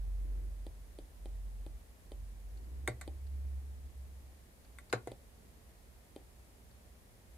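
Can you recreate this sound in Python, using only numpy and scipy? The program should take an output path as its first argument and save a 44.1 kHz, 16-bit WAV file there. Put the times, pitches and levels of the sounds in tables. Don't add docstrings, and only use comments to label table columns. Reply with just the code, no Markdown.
import sys
import numpy as np
from scipy import signal
from scipy.fft import rfft, irfft, next_fast_len
from scipy.io import wavfile

SR = 44100
rng = np.random.default_rng(int(sys.argv[2]) if len(sys.argv) > 2 else 0)


def dump_mix(stems):
    frames = np.atleast_2d(stems).T
    limited = np.clip(frames, -1, 1)
    pcm = np.round(limited * 32767).astype(np.int16)
    wavfile.write(sys.argv[1], SR, pcm)


N = 325017

# (time [s], knock peak [dB])
TAPS = [(0.665, -39.5), (0.986, -40), (1.256, -40), (1.663, -42.5), (2.117, -39.5), (3.076, -35.5),
        (5.116, -37), (6.161, -38)]
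# (frequency [Hz], level [dB], t60 [s])
TABLET_MODES = [(332, -10.5, 0.037), (397, 5.5, 0.012), (533, -2.5, 0.018), (778, -18.5, 0.046)]
# (frequency [Hz], level [dB], t60 [s])
SHAFT_MODES = [(2470, -3.5, 0.02), (3085, 0, 0.026), (3440, -1, .022), (4100, -3, .018), (4700, -3, 0.022),
               (8800, -3, 0.02)]
# (frequency [Hz], density [dB])
TICK_SPECTRUM = [(300, -3), (1300, -38), (2000, 6), (2500, -7), (2850, -21), (3200, 7.5), (4600, 1),
                 (5400, -30), (6800, -18), (8900, 2.5), (11000, -14), (15500, -18)]
# (time [s], level [dB])
SWELLS = [(2.5704, -67), (2.639, -72), (3.2655, -68), (4.645, -66), (4.8965, -58.5), (6.7075, -68)]
# (frequency [Hz], density [dB])
SWELL_SPECTRUM = [(1500, 1), (3300, -8), (4400, 7), (5500, -7), (8000, -6), (15000, -44)]
# (time [s], ring [dB], crack [dB], spot [0 edge, 1 centre])
CLICKS = [(2.8763, -31.5, -29.5, 0.19), (3.0122, -54, -43, 0.34), (3.016, -49.5, -47, 0.28),
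          (4.786, -48, -51, 0.17), (4.9275, -31, -28, 1), (4.9333, -30, -49, 0.89),
          (5.073, -53.5, -44.5, 0.45)]
# (frequency [Hz], edge hit [dB], centre hit [dB], t60 [s])
CAP_MODES = [(1134, -4, -2, .08), (1400, -4, -1, .075), (1546, -6, 5, .07), (1763, -10, -10, .06),
             (1965, -1, -7, .06), (2115, 1, -5, .055), (2230, -4, -20, .05), (2456, -17, -18, .05),
             (3640, -5, -19, .04), (6900, -9, -19, .05), (8100, -11, -27, .05), (8500, -8, -28, .06)]
# (frequency [Hz], edge hit density [dB], centre hit density [dB])
CRACK_SPECTRUM = [(200, -22, -22), (696, 9, 4), (1000, -10, 2), (1440, -4.5, 8), (2070, 10, 4),
                  (3000, -14, -3), (3960, -0.5, 1), (5700, -12.5, -9.5), (7100, -3, -1), (8650, 8, -14),
                  (9900, -2, -6), (11400, -5.5, -12.5), (15500, -16, -31)]
# (time [s], case [dB], desk [dB], spot [0 edge, 1 centre])
THUDS = [(2.878, -34.5, -55, .1), (2.8832, -24, -31.5, 0.26), (4.9347, -19, -29.5, 1),
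         (5.073, -28.5, -40.5, 0.57)]
# (frequency [Hz], edge hit [dB], centre hit [dB], t60 [s])
CASE_MODES = [(345, -11, -13, .06), (390, -1, -1, .06), (478, 1, 5, .085), (595, -2, -4, .08),
              (675, -6, -4, .09), (730, -3, -12, .07), (855, -12, -18, .05)]
# (frequency [Hz], level [dB], t60 [s])
DESK_MODES = [(116.2, -4, 0.35), (120, -1.5, 0.24), (176, 1, 0.048), (222.3, -14.5, 0.27),
              (252, -3.5, 0.054)]
# (time [s], half-width [s], level [dB])
BRUSHES = [(0.353, 0.14, -60), (2.744, 0.21, -64), (3.3, 0.64, -72.5), (5.443, 0.1, -64.5)]
# (frequency [Hz], density [dB])
SKIN_SPECTRUM = [(90, -2.5), (210, -2.5), (300, 1), (480, -7), (800, -20), (2000, -25), (8000, -52)]
# (time [s], level [dB])
DRONE_LEVELS = [(0.0, -36), (0.41, -38), (1.0, -56), (1.03, -46), (1.08, -65), (1.29, -41), (1.75, -45),
                (1.84, -60), (2.08, -57.5), (2.19, -43), (2.36, -49), (2.79, -43), (2.91, -49),
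                (3.5, -38.5), (3.87, -49.5), (4.09, -47.5), (4.46, -65), (4.5, -71)]
# (frequency [Hz], density [dB])
RUMBLE_SPECTRUM = [(15, -52), (30, -17.5), (42, -7), (56, -6.5), (74, -5), (90, -15), (115, -17.5),
                   (160, -33.5), (600, -75)]
# (frequency [Hz], density [dB])
AIR_SPECTRUM = [(50, -38), (100, -19), (150, 1), (230, 0), (300, -5), (400, -5), (650, -6), (1000, -12),
                (1450, -16.5), (1850, -14.5), (2800, -19.5), (5500, -21.5), (10700, -21), (15500, -29)]
# (frequency [Hz], left-right correlation [-1 to 1])
EAR_CORRELATION = [(60, 0.9), (350, 0.82), (650, 0.013), (1000, -0.2), (5500, -0.034), (9500, 0.42),
                   (11500, 1)]
# (frequency [Hz], t60 [s])
ROOM_DECAY = [(150, 0.25), (600, 0.19), (2000, 0.16), (8000, 0.086), (15000, 0.011)]

TIME_S = np.arange(N) / SR
AGE_S = np.arange(SR // 2) / SR


def stylus_taps(tick_db=-6, shaft_db=-12, tick_delay_s=0.0014, knock_delay_s=0.00186, lag_1khz_s=0.00071):
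    out = np.zeros((2, N))
    dispersion = lambda hz: np.exp(-4j * np.pi * lag_1khz_s * np.sqrt(hz * 1000))
    bending = lambda hz: amp(along(TICK_SPECTRUM, hz)) * dispersion(hz)
    tick = unit_peak(filtered(signal.unit_impulse(len(AGE_S)), bending)) * amp([[-1.5], [1.5]])
    for at_s, db in TAPS:
        shaft = ring(SHAFT_MODES, attack_s=0.0015, scatter_rad=0.18, ear_rad=1.0)
        tip = amp(db + tick_db) * tick + amp(db + shaft_db) * shaft
        tablet = ring(TABLET_MODES, attack_s=0.0023, scatter_rad=0.21, ear_rad=0.095)
        knock = -amp(db) * unit_peak(tablet)
        add(out, at_s + tick_delay_s, in_room(tip, wet_db=-13))
        add(out, at_s + knock_delay_s, in_room(knock, wet_db=-12))
    return out


def faint_swells(rise_s=0.0039):
    out = np.zeros((2, N))
    stroke = AGE_S / rise_s * np.exp(1 - AGE_S / rise_s)
    for at_s, db in SWELLS:
        add(out, at_s, amp(db) * stroke * noise(SWELL_SPECTRUM, [(1000, 0.42)], len(AGE_S)))
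    return out


def key_clicks():
    out = np.zeros((2, N))
    finger_damping = 0.72 + np.exp(-AGE_S / 0.0053)
    snap_and_rattle = np.exp(-AGE_S / 0.0013) + 0.14 * np.exp(-AGE_S / 0.008)
    correlation = [(1000, 0.28), (4000, -0.15), (9000, -0.11), (11500, 0.98)]
    for at_s, ring_db, crack_db, spot in CLICKS:
        modes = ring(struck_at(CAP_MODES, spot), attack_s=0.000069, scatter_rad=1.52, ear_rad=0.52)
        cap = amp(ring_db) * finger_damping * modes
        white = noise([(1000, 0)], correlation, len(AGE_S))
        crack = amp(crack_db) * resonated(snap_and_rattle * white, struck_at(CRACK_SPECTRUM, spot))
        add(out, at_s, in_room(crack, wet_db=-3))
        add(out, at_s, in_room(cap, wet_db=-16) * amp([[1], [-1]]))
    return out


def key_thuds():
    out = np.zeros((2, N))
    desk_damping = 0.32 + np.exp(-(AGE_S / 0.006) ** 2)
    for at_s, case_db, desk_db, spot in THUDS:
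        case = ring(struck_at(CASE_MODES, spot), attack_s=0.0015, scatter_rad=0.35, ear_rad=0.25)
        desk = ring(DESK_MODES, attack_s=0.011, scatter_rad=0.14, ear_rad=0.42)
        knock = in_room(desk_damping * case, wet_db=-14)
        add(out, at_s, amp(case_db) * knock + amp(desk_db) * desk)
    return out


def hand():
    pressure = sum(amp(db) * np.exp(-((TIME_S - at_s) / width_s) ** 2) for at_s, width_s, db in BRUSHES)
    return pressure * noise(SKIN_SPECTRUM, EAR_CORRELATION, N)


def motor_drone(slow_hz=46.9, fast_hz=69.16, shift_at_s=2.66, shift_s=0.159, sag_hz_per_s=1.6,
                fade_at_s=4.36, fade_db_per_s=35, ear_rad=0.22):
    shifted = (1 + np.tanh((TIME_S - shift_at_s) / shift_s)) / 2
    pitch_hz = slow_hz + shifted * (fast_hz - slow_hz - sag_hz_per_s * (TIME_S - shift_at_s))
    phase_rad = 2 * np.pi * np.cumsum(pitch_hz) / SR
    level_db = curve(DRONE_LEVELS) - fade_db_per_s * np.maximum(TIME_S - fade_at_s, 0)
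    return amp(level_db) * np.sqrt(2) * np.sin([phase_rad - ear_rad, phase_rad + ear_rad])


def motor_rumble(rest_db=-60.5, threshold_db=-60, rise_db_per_db=0.44):
    excess_db = np.maximum(curve(DRONE_LEVELS) - threshold_db, 0)
    return amp(rest_db + rise_db_per_db * excess_db) * noise(RUMBLE_SPECTRUM, [(60, 0.79)], N)


def mains_hum(mains_hz=60, fundamental_db=-61.5, octave_db=-74):
    phase_rad = 2 * np.pi * mains_hz * TIME_S
    return amp(fundamental_db) * np.sin(phase_rad) + amp(octave_db) * np.sin(2 * phase_rad)


def room_air(split_hz=700, body_gain_db=-65.5, hiss_gain_db=-63):
    air = noise(AIR_SPECTRUM, EAR_CORRELATION, N)
    body = filtered(air, lambda hz: 1 / (1 + (hz / split_hz) ** 2))
    return amp(body_gain_db) * body + amp(hiss_gain_db) * (air - body)


def in_room(x, wet_db):
    hz, time_s, white = signal.stft(rng.standard_normal((3, len(AGE_S))), SR, nperseg=256)
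    decay = amp(-60 * time_s / along(ROOM_DECAY, hz)[:, None])
    tails = signal.istft(white * decay, SR, nperseg=256)[1]
    tail = tails[0] + 0.91 * tails[1:]
    echo = signal.fftconvolve(x, tail / np.linalg.norm(tail[0]), axes=1)[:, :len(AGE_S)]
    return x + amp(wet_db) * echo


def ring(modes, attack_s, scatter_rad, ear_rad):
    hz, db, t60_s = np.transpose(modes)[:, :, None]
    gain = amp(db + rng.standard_normal(hz.shape))
    phase_rad = scatter_rad * rng.standard_normal(hz.shape)
    phase_rad = phase_rad + ear_rad * rng.standard_normal((2, *hz.shape))
    waves = gain * amp(-60 * AGE_S / t60_s) * np.sin(2 * np.pi * hz * AGE_S + phase_rad)
    return waves.sum(1) * (1 - np.exp(-AGE_S / attack_s)) / np.linalg.norm(gain)


def struck_at(rows, spot):
    return [(hz, np.interp(spot, [0, 1], [edge_db, centre_db]), *rest)
            for hz, edge_db, centre_db, *rest in rows]


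def resonated(x, spectrum):
    size = len(AGE_S)
    gain = amp(along(spectrum, np.fft.rfftfreq(size, 1 / SR)))
    cepstrum = irfft(np.log(unit_rms(gain)), size)
    cepstrum[1:size // 2] *= 2
    cepstrum[size // 2 + 1:] = 0
    return irfft(rfft(x) * np.exp(rfft(cepstrum)), size)


def noise(spectrum, correlation, size):
    def mid_side_gains(hz):
        width_rad = np.arccos(np.clip(along(correlation, hz), -1, 1)) / 2
        return amp(along(spectrum, hz)) * [np.cos(width_rad), np.sin(width_rad)]
    mid, side = filtered(rng.standard_normal((2, size)), mid_side_gains)
    return unit_rms(np.array([mid + side, mid - side]))


def filtered(x, response):
    size = x.shape[-1]
    padded = next_fast_len(size + SR // 4)
    return irfft(rfft(x, padded) * response(np.fft.rfftfreq(padded, 1 / SR)), padded)[..., :size]


def along(points, hz):
    knots_hz, values = np.transpose(points)
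    return np.interp(np.log(hz + 1), np.log(knots_hz), values)


def curve(points):
    return np.interp(TIME_S, *np.transpose(points))


def add(track, at_s, sound):
    part = track[:, round(at_s * SR):][:, :len(AGE_S)]
    part += sound[..., :part.shape[1]]


def amp(db):
    return 10 ** (np.asarray(db) / 20)


def unit_rms(x):
    return x / np.sqrt(np.mean(x ** 2) + 1e-20)


def unit_peak(x):
    return x / np.abs(x).max()


def scene():
    desk = stylus_taps() + faint_swells() + hand() + key_clicks() + key_thuds()
    lows = motor_drone() + motor_rumble() + mains_hum()
    return desk + lows * amp([[-0.6], [0.6]]) + room_air()


def record(dry, top_hz=15600):
    return filtered(dry, lambda hz: 1 / (1 + (hz / top_hz) ** 120))


dry = scene()
out = record(dry)
dump_mix(out)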